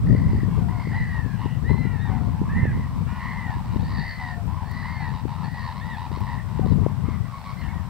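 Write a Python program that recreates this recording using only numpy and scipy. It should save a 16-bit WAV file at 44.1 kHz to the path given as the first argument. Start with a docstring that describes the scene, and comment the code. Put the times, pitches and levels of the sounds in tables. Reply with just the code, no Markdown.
"""Flamingos call across a lagoon, in front of a reed bed, over a faint even hiss.
Long, arching honks open the scene: reedy tones chopped into a rattle and shaped by the throat.
Other birds call faintly, far off. Wind buffets the microphone's left port, and around 2.5 s the right.
From 3 s the low grunts crowd in under the honks, with a soft hoot here and there. After 6 s the
honks turn short, the hardest eddy hits near 6.9 s, and a last flurry of calls closes the scene."""
import sys
import numpy as np
from scipy import signal
from scipy.fft import rfft, irfft
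from scipy.io import wavfile
from scipy.ndimage import uniform_filter1d, map_coordinates

SR = 44100
rng = np.random.default_rng(int(sys.argv[2]) if len(sys.argv) > 2 else 0)


def inscribe(sig):
    """Save sig as 16-bit PCM at rate SR to the path in sys.argv[1].

    A 1-D sig is mono; a 2-D sig holds one channel per row.
    Samples are clipped to [-1, 1] before scaling.
    """
    pcm = np.round(np.clip(np.atleast_2d(sig).T, -1, 1) * 32767)
    wavfile.write(sys.argv[1], SR, pcm.astype(np.int16))


N = 347949
TIME = np.arange(N) / SR

# lead honks: start_s, end_s, crest_position (0-1), crest_hz, fall_share, level_db, rattle_hz,
# rasp (0-1), upper_resonance_hz, upper_resonance_db
HONKS = [ (0.061, 0.449, 0.53, 1008, 0.09, -47, 52, 1, 4600, -9),
         (0.683, 1.117, 0.21, 1080, 0.25, -45.5, 55, 0.84, 4620, -8),
         (0.914, 1.368, 0.15, 997, 0.2, -40, 34, 0.2, 4210, -12.5),
         (1.355, 1.578, 0.5, 974, 0, -50.5, 75, 0.77, 2670, 3),
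         (1.64, 2.143, .21, 1028, 0.3, -43.5, 35, 0.01, 4100, -11.5),
         (1.991, 2.103, 0.42, 940, 0.13, -43.5, 59, 0.07, 3630, -5),
         (2.089, 2.189, 0.42, 1038, 0.1, -46.5, 68, 0.36, 3600, -18),
         (2.489, 2.726, 0.41, 927, 0.14, -38, 53, 0.11, 3940, -31),
         (2.55, 2.675, 0.74, 1025, 0.08, -38.5, 89, 0.1, 3100, -23),
         (2.707, 2.863, .38, 1027, .1, -43, 64, .37, 3700, -21),
         (3.07, 3.197, 0.62, 898, .1, -50, 73, 1, 2470, -5),
         (3.189, 3.433, 0.17, 995, 0.03, -41.5, 89, 0.84, 4300, -10.5),
         (3.285, 3.552, 0.19, 1041, .19, -39.5, 48, 0, 4200, -25),
         (3.832, 4.174, 0.44, 934, 0.04, -43.5, 76, 0.71, 4450, 2),
         (3.993, 4.351, 0.36, 1021, 0.12, -37.5, 60, 0.14, 4450, -9.5),
         (4.652, 5.061, .36, 987, .16, -45, 76, 0.41, 4400, 0),
         (4.823, 5.129, 0.35, 1059, .21, -42, 58, 0.07, 5500, -21),
         (5.437, 5.73, 0.36, 971, 0.14, -43, 74, 0.42, 4360, -1.5),
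         (5.807, 5.965, .48, 979, 0.14, -39.5, 61, 0, 3400, -5),
         (6.263, 6.363, .4, 972, 0.13, -45, 83, 0.6, 5070, -14),
         (6.363, 6.408, 0.67, 960, 0.1, -44.5, 65, 0.55, 3700, -18),
         (7.032, 7.167, 0.55, 1077, .12, -52, 90, 0.3, 3000, -14),
         (7.207, 7.285, .4, 1000, .1, -53.5, 68, 0.44, 3900, -11),
         (7.568, 7.632, 0.75, 1053, 0.06, -46, 62, 0.2, 4400, -4),
         (7.609, 7.697, .4, 910, 0.02, -43.5, 88, 0.84, 2920, -0.5),
         (7.68, 7.735, 0.44, 1091, 0.36, -45, 62, 0.1, 3600, -18),
         (7.731, 7.817, 0.38, 957, 0.12, -48, 62, 0, 3600, -24), ]
# a honk's raw tone, one value per harmonic from the first: level_db
HONK_HARMONICS = [12, 3.5, -3.5, -2.5, -4]
# throat resonances, lowest first: centre_hz, width_hz, gain_db
HONK_THROAT = [(960, 180, -28.5), (1860, 387, 0.5)]
GRUNT_THROAT = [(958, 370, 4), (1740, 490, -12), (2640, 1800, -32.5), (3900, 247, -16.5), (4175, 610, -18)]
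# nearer grunts: start_s, end_s, level_db, pitch_hz, upper_throat_db
GRUNTS = [ (0.121, 0.348, -49.5, 1040, -1), (0.39, 0.581, -47, 1054, -16), (0.68, .84, -42.5, 970, -8),
          (0.929, 0.988, -39.5, 855, -18), (1.137, 1.2, -42, 910, -12), (1.39, 1.474, -39.5, 930, -2),
          (1.688, 1.79, -40, 910, -6), (2.049, 2.196, -41, 870, -8), (2.231, 2.34, -46, 974, 0),
          (2.342, 2.671, -43.5, 924, -14), (2.731, 3.037, -46, 978, -3), (3.078, 3.139, -43, 1005, -5),
          (3.156, 3.34, -39, 975, -4.5), (3.329, 3.511, -42, 900, -4), (3.5, 3.611, -38, 917, -2),
          (3.64, 3.782, -43, 944, 1.5), (3.79, 4.066, -43, 900, 5), (4.194, 4.321, -39.5, 923, 3),
          (4.472, 4.649, -41.5, 950, -17), (4.684, 4.834, -46, 946, 0), (4.839, 5.031, -42, 926, -1),
          (4.999, 5.21, -40, 898, 2), (5.275, 5.491, -40.5, 900, -0.5), (5.541, 5.737, -39, 930, 3),
          (5.754, 5.812, -40.5, 974, 4), (5.84, 5.96, -41, 924, 0), (5.965, 6.076, -37.5, 900, 1),
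          (6.112, 6.19, -40, 940, 4.5), (6.201, 6.363, -37.5, 948, -1), (6.483, 6.618, -42.5, 920, -3),
          (6.654, 6.738, -44, 994, 5.5), (6.816, 6.921, -43, 945, -14), (6.951, 7.149, -48, 975, -1),
          (7.318, 7.422, -45.5, 1060, 4), (7.436, 7.545, -42.5, 1050, 5.5), (7.725, 7.844, -46, 1020, -20),
          ]
# soft hoots: start_s, end_s, first_pitch_hz, last_pitch_hz, level_db
HOOTS = [(0.601, 0.676, 750, 692, -47.5), (0.712, 0.79, 745, 692, -46), (2.078, 2.304, 769, 701, -47),
         (4.197, 4.417, 751, 694, -46), (6.614, 6.66, 777, 732, -42), (7.321, 7.395, 1124, 1092, -45),
         (7.453, 7.537, 1138, 1087, -42.5)]
# faint, lower nasal calls from other birds far off: start_s, end_s, crest_hz, level_db
FAR_BIRD_CALLS = [(0.463, .64, 553, -58), (1.801, 2.001, 474, -50.5), (3.06, 3.257, 490, -49.5),
                  (3.391, 3.603, 483, -56), (3.66, 3.784, 482, -55), (5.954, 6.05, 500, -61),
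                  (7.04, 7.175, 540, -60)]
# reverb off reeds and water: frequency_hz, t60_s
SHORE_DECAY = [(300, 0.25), (1000, 0.13), (2500, 0.22), (6000, 0.12)]

# the wind's base strength at the microphone: time_s, left_db, right_db
WIND_STRENGTH = [(0, -23, -22), (.35, -15, -21.5), (.8, -22.5, -35.5), (1.03, -22, -26), (1.3, -25.5, -48),
                 (1.72, -22, -32), (2.1, -20.5, -44), (2.64, -22, -18.5), (3.05, -25, -37.5),
                 (3.42, -28.5, -41.5), (3.85, -21.5, -26.5), (4.15, -30, -45.5), (5.15, -25, -44.5),
                 (5.78, -29.5, -47), (6.46, -27.5, -45), (6.62, -16, -33), (7.23, -23.5, -45),
                 (7.36, -37, -52), (7.72, -22.5, -46), (7.89, -28, -45)]
# stronger gusts on top of it: middle_s, half_length_s, left_boost_db, right_boost_db
GUSTS = [(0.116, 0.063, 6, 0.5), (0.295, 0.028, -6.5, 5.5), (1.452, 0.025, 5.5, 6), (1.713, 0.025, 7.5, 1),
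         (2.29, 0.049, 4, 2.5), (3.57, 0.023, 4.5, 8), (3.753, 0.043, 2.5, -3), (4.49, 0.092, 5.5, -4),
         (6.223, 0.039, 7.5, 5), (6.63, 0.027, 3, -5), (7.09, 0.019, 3, -5), (7.209, .04, 0.5, -3)]
# single eddies that slap the microphone: time_s, peak_db, pitch_hz, left_minus_right_db
BUFFETS = [(.149, -11, 257, 19), (.332, -13, 190, 14), (0.35, -16, 192, 17), (0.432, -9.5, 170, 18),
           (0.871, -17.5, 218, 23), (1.458, -13.5, 200, 22), (1.699, -18, 195, 31), (1.853, -15, 204, 27),
           (2.415, -8.5, 170, -25), (2.653, -13, 290, -26), (2.773, -21.5, 217, 13), (3.568, -25, 158, 0),
           (3.761, -13.5, 211, 20), (5.253, -13, 215, 24), (6.115, -20, 226, 24), (6.173, -20.5, 237, 31),
           (6.594, -9.5, 252, 33), (6.662, -14, 284, 20), (6.783, -19.5, 267, 17), (6.863, -5.5, 332, 33),
           (7.086, -12, 187, 24)]
# noise colours of the wind and the background bed: frequency_hz, relative_density_db
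RUMBLE_SPECTRUM = [(20, -45), (30, -18), (40, -6.5), (55, -2), (90, 4), (150, 1.5), (210, -4.5), (260, -15),
                   (310, -26), (400, -31), (800, -71)]
FLUTTER_SPECTRUM = [(100, -16), (190, 4.5), (260, 12.5), (330, 0.5), (450, 1.5), (650, -10.5), (1000, -24),
                    (2500, -61)]
BED_SPECTRUM = [(100, -17), (400, -1), (700, 8.5), (1000, 9), (1500, 2.5), (2500, -4.5), (4000, -8.5),
                (6000, -10.5), (8400, -12), (12000, -17), (15500, -16)]
# how alike the bed is left and right: frequency_hz, correlation (0-1)
BED_CORRELATION = [(100, 0.28), (600, 0.95), (2000, 0.17), (4000, 0), (7000, 0), (15000, 0)]
# faint dry ticks: time_s, level_before_trim_db
TICKS = [(4.7137, -37), (6.204, -40)]
# the camera's thin whine: pitch_hz, level_db
WHINE = [(8400, -86), (15300, -83)]
# notches in the microphone's treble: centre_hz, width_hz
MIC_DIPS = [(6580, 670), (10350, 1240)]


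def honk(start, end, crest, crest_hz, fall, db, rattle_hz, rasp, upper_hz, upper_db,
         jitter=0.027, chirp=0.13, gap=0.022, breath=.33, waver_db=2.7):
    """A high reedy tone, chopped by a slow second vibration; each burst slides up in pitch."""
    t = np.arange(start, end, 1 / SR)
    beat = np.cumsum(rattle_hz * (1 + .11 * wander(t, 58.9))) / SR % 1
    # a raspy voice stays shut for longer in each beat
    opening = 1 - np.exp(-(np.sin(np.pi * beat) / (gap + rasp)) ** 2)
    bend, effort_db = effort_arch(t, crest, fall)
    roughness = (rasp + .28) * (chirp * (beat - .5) + jitter * wander(t, 300))
    phase = 2 * np.pi * np.cumsum(crest_hz * bend * (1 + roughness)) / SR
    reed = unit_rms(sum(gain_of(part_db) * np.cos(k * phase)
                        for k, part_db in enumerate(HONK_HARMONICS, 1)))
    air = breath * (1 + rasp) * rng.standard_normal(SR)[:len(t)]
    source = opening * (reed + air)
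    voice = throat(source, HONK_THROAT) + gain_of(upper_db) * resonate(source, upper_hz, width_hz=350)
    envelope = gain_of(db + effort_db + waver_db * wander(t, 18)) * fade(t, .006)
    return start, unit_rms(voice) * envelope


def effort_arch(t, crest, fall, max_climb_per_s=1.5, start_db=-4, end_db=-6):
    """A call climbs, then sinks as the effort runs out: pitch ratio and dB, relative to the crest."""
    progress = np.linspace(0, 1, len(t))
    before = np.maximum(1 - progress / crest, 0)
    after = np.maximum((progress - crest) / (1 - crest), 0)
    climb = min(.8 * fall, max_climb_per_s * crest * (t[-1] - t[0]))
    sink = 1 - np.exp(-(after / .85) ** 2.25)  # rounds off the top
    bend = 1 - climb * before ** 2.5 - fall * sink / sink[-1]
    return bend, start_db * before ** 2 + end_db * after ** 2


def throat(source, resonances, upper_db=0):
    """The throat colours the voice; resonances above the first open up with the bill."""
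    return sum(gain_of(db + upper_db * (k > 0)) * resonate(source, hz, width_hz)
               for k, (hz, width_hz, db) in enumerate(resonances))


def grunt(start, end, db, hz, rattle_hz, upper_db, shimmer=0.22, arch=0.0702, duty=0.36, breath=1.53):
    """Short bursts of a low reed tone, each a quick upward slide, through the long throat."""
    t = np.arange(start, end, 1 / SR)
    rise = arch * (np.sin(np.linspace(0, np.pi, len(t))) - .5)  # pitch and rattle follow the effort
    beat = np.cumsum(rattle_hz * (1 + rise + .055 * wander(t, 70))) / SR % 1 - .5
    opening = np.exp(-(beat / duty) ** 2) * np.cos(np.pi * beat) * (1 + shimmer * wander(t, 83.7))
    burst_cycles = hz / rattle_hz * (beat + .17 * beat ** 2)  # the reed starts afresh in every burst
    drift_cycles = np.cumsum(hz * (rise + .03 * wander(t, 120))) / SR
    reed = sum(np.cos(2 * np.pi * k * (burst_cycles + drift_cycles)) for k in range(1, 6))
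    # rushing air roughens the overtones and leaves the fundamental clear
    air = signal.lfilter(*signal.butter(2, 1500, "high", fs=SR), rng.standard_normal(SR)[:len(t)])
    voice = throat(opening * (reed + breath * air), GRUNT_THROAT, upper_db)
    return start, gain_of(db) * unit_rms(voice * fade(t, .007))


def hoot(start, end, first_hz, last_hz, db, octave_db=-14):
    """A nearly pure, slowly falling note."""
    t = np.arange(start, end, 1 / SR)
    pitch_hz = np.linspace(first_hz, last_hz, len(t)) * (1 + 0.0049 * wander(t, 76))
    phase = 2 * np.pi * np.cumsum(pitch_hz) / SR
    tone = np.sin(phase) + gain_of(octave_db) * np.sin(2 * phase)
    return start, gain_of(db) * unit_rms(tone * fade(t, 0.024))


def honk_layer():
    """The flamingos' honks, with the nasal calls of other birds far behind them."""
    mix = np.zeros(N)
    for voice, table in (honk, HONKS), (far_bird_call, FAR_BIRD_CALLS):
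        for row in table:
            add(mix, *voice(*row))
    return mix


def grunt_layer(rattle_hz=88, spread=.12):
    """The nearer birds hoot and grunt, each grunt at its own rattle rate, over the gabble."""
    mix = gabble()
    rattles_hz = rattle_hz * (1 + spread * rng.uniform(-1, 1, len(GRUNTS)))
    for (start, end, db, hz, upper_db), own_rattle_hz in zip(GRUNTS, rattles_hz):
        add(mix, *grunt(start, end, db, hz, own_rattle_hz, upper_db))
    for row in HOOTS:
        add(mix, *hoot(*row))
    return mix


def gabble(level_db=-51, spread_db=7, pitch_hz=1024, pitch_spread=.17, count=56):
    """The rest of the flock grunts at random, farther off."""
    mix = np.zeros(N)
    for k, (when, length, softness, tuning, pace) in enumerate(rng.random((count, 5))):
        start = (k + when) * TIME[-1] / count
        end = start + .07 + .09 * length
        hz = pitch_hz * (1 + pitch_spread * (2 * tuning - 1))
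        add(mix, *grunt(start, end, -spread_db * softness, hz, rattle_hz=65 + 35 * pace, upper_db=-2))
    return gain_of(level_db) * unit_rms(mix)


def far_bird_call(start, end, crest_hz, db, tilt_db=-2, jitter=.022):
    """Another kind of bird, far off: a thin nasal call of which only the overtones carry."""
    t = np.arange(start, end, 1 / SR)
    bend, effort_db = effort_arch(t, crest=0.446, fall=.15)
    phase = 2 * np.pi * np.cumsum(crest_hz * bend * (1 + jitter * wander(t, 251.4))) / SR
    reed = unit_rms(sum(gain_of(tilt_db * k) * np.cos(k * phase) for k in range(3, 7)))
    return start, reed * gain_of(db + effort_db) * fade(t, 0.017)


def shore_reverb(calls, wet_db, side_db=-2, predelay_s=.012, density=.05):
    """Reeds and water scatter the calls back, a little differently to each port."""
    t = np.arange(SR // 2) / SR
    taps = rng.standard_normal((3, len(t))) * (rng.random((3, len(t))) < density) * (t > predelay_s)
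    echoes = taps[0] + gain_of(side_db) * taps[1:]
    hz, age_s, bands = signal.stft(echoes, SR, nperseg=256)
    decay = gain_of(-60 * age_s / curve_at(SHORE_DECAY, hz)[:, None])
    tail = signal.istft(bands * decay, SR, nperseg=256)[1]
    wet = signal.fftconvolve(calls[None], tail / np.linalg.norm(tail[0]), axes=1)[:, :N]
    return calls + gain_of(wet_db) * wet


def wind(rumble_db=0.68, flutter_db=-19, brisk_db=-23, flutter_growth=.69, quick_gust_db=1.4):
    """Each port has its own lumpy turbulence; harder gusts add a higher flutter."""
    times, *strengths = np.transpose(WIND_STRENGTH)
    ports = []
    for port, strength in enumerate(strengths):
        db = np.interp(TIME, times, strength) + quick_gust_db * wander(TIME, 11)
        db += sum(boost_db[port] * np.exp(-((TIME - middle_s) / half_s) ** 2)
                  for middle_s, half_s, *boost_db in GUSTS)
        harsh_db = flutter_db + flutter_growth * (db - brisk_db)
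        lumps = wander(TIME, 60)
        rumble = unit_rms(turbulence(RUMBLE_SPECTRUM) * gain_of(2 * lumps))
        flutter = unit_rms(turbulence(FLUTTER_SPECTRUM) * gain_of(4.5 * lumps))
        ports.append(gain_of(db) * (gain_of(rumble_db) * rumble + gain_of(harsh_db) * flutter))
    return np.array(ports) * fade(TIME, .004)


def turbulence(spectrum, compression=0.76):
    """Churning noise with its slow swells mostly evened out, so that the gusts shape it."""
    churn = noise(spectrum)
    power = uniform_filter1d(churn ** 2, size=2600) + 1e-6
    return unit_rms(churn / power ** (compression / 2))


def buffets():
    """A passing eddy pushes, then pulls, mostly on one port."""
    mix, t = np.zeros((2, N)), np.arange(-.01, .02, 1 / SR)
    for time_s, peak_db, hz, lean_db in BUFFETS:
        phase = 2 * np.pi * hz * (t - .002)
        push_pull = -phase * np.exp((1 - phase ** 2) / 2)
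        for port, shade_db in zip(mix, (min(lean_db, 0), min(-lean_db, 0))):
            add(port, time_s + t[0], gain_of(peak_db + shade_db) * push_pull)
    return mix


def rustle_and_hiss(level_db=-47.5):
    """One noise bed: distant reed rustle shared by both ports, their own separate hiss on top."""
    shared = curve_at(BED_CORRELATION, np.fft.rfftfreq(N, 1 / SR))
    left, other = noise(BED_SPECTRUM), noise(BED_SPECTRUM)
    right = irfft(shared * rfft(left) + np.sqrt(1 - shared ** 2) * rfft(other), N)
    return gain_of(level_db + .5 * wander(TIME, 2.1)) * np.array([left, right])


def ticks(trim_db=-8, decay_s=0.004):
    """A couple of dry ticks, each a pinch of fast-dying noise."""
    mix, t = np.zeros(N), np.arange(SR // 40) / SR
    for time_s, db in TICKS:
        add(mix, time_s, gain_of(db + trim_db) * rng.standard_normal(len(t)) * np.exp(-t / decay_s))
    return mix


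def whine(drift_hz=8):
    """The camera's whine: two thin, slightly unsteady tones."""
    return sum(gain_of(db) * np.sin(2 * np.pi * np.cumsum(hz + drift_hz * wander(TIME, 30)) / SR)
               for hz, db in WHINE)


def gain_of(db):
    """Decibels to amplitude."""
    return 10 ** (np.asarray(db) / 20)


def unit_rms(x):
    """Scales to rms 1."""
    return x / np.sqrt(np.mean(x ** 2) + 1e-20)


def curve_at(points, hz):
    """Reads a curve on a log-frequency axis."""
    points_hz, values = np.transpose(points)
    return np.interp(np.log(hz + 1), np.log(points_hz + 1), values)


def add(mix, start_s, sound):
    """Drops a sound into the mix on its cue."""
    part = mix[max(round(start_s * SR), 0):][:len(sound)]
    part += sound[:len(part)]


def noise(spectrum):
    """Noise of a given colour, rms 1."""
    colour = gain_of(curve_at(spectrum, np.fft.rfftfreq(N, 1 / SR)))
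    return unit_rms(irfft(rfft(rng.standard_normal(N)) * colour, N))


def wander(t, hz):
    """Smooth random modulation that changes about hz times a second."""
    return map_coordinates(rng.standard_normal(1024), [(t - t[0]) * hz], order=2, mode="wrap")


def resonate(x, hz, width_hz):
    """A steep resonance: two equal band-passes in a row."""
    b, a = signal.iirpeak(hz, hz / (1.55 * width_hz), SR)  # each is wider than the pair together
    return signal.lfilter(b, a, signal.lfilter(b, a, x))


def fade(t, edge_s):
    """Soft fade in and out."""
    return np.sin(np.pi / 2 * np.clip(np.minimum(t - t[0], t[-1] - t) / edge_s, 0, 1))


def scene():
    """The birds a little to the right, ringing on over the water; the wind at the microphone."""
    left, right = shore_reverb(honk_layer(), wet_db=-9) + shore_reverb(grunt_layer(), wet_db=-10)
    birds = np.array([np.roll(left, 1), right])  # the calls reach the left port one sample later
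    return birds + wind() + buffets() + ticks() + whine() + rustle_and_hiss()


def record(dry):
    """Two narrow dips in the microphone's treble, then a steep high cut."""
    for hz, width_hz in MIC_DIPS:
        dry = signal.lfilter(*signal.iirnotch(hz, hz / width_hz, SR), dry)
    high_cut = signal.firwin(511, cutoff=15780, window=("kaiser", 9), fs=SR)
    return signal.oaconvolve(dry, high_cut[None], "same")


dry = scene()
out = record(dry)
inscribe(out)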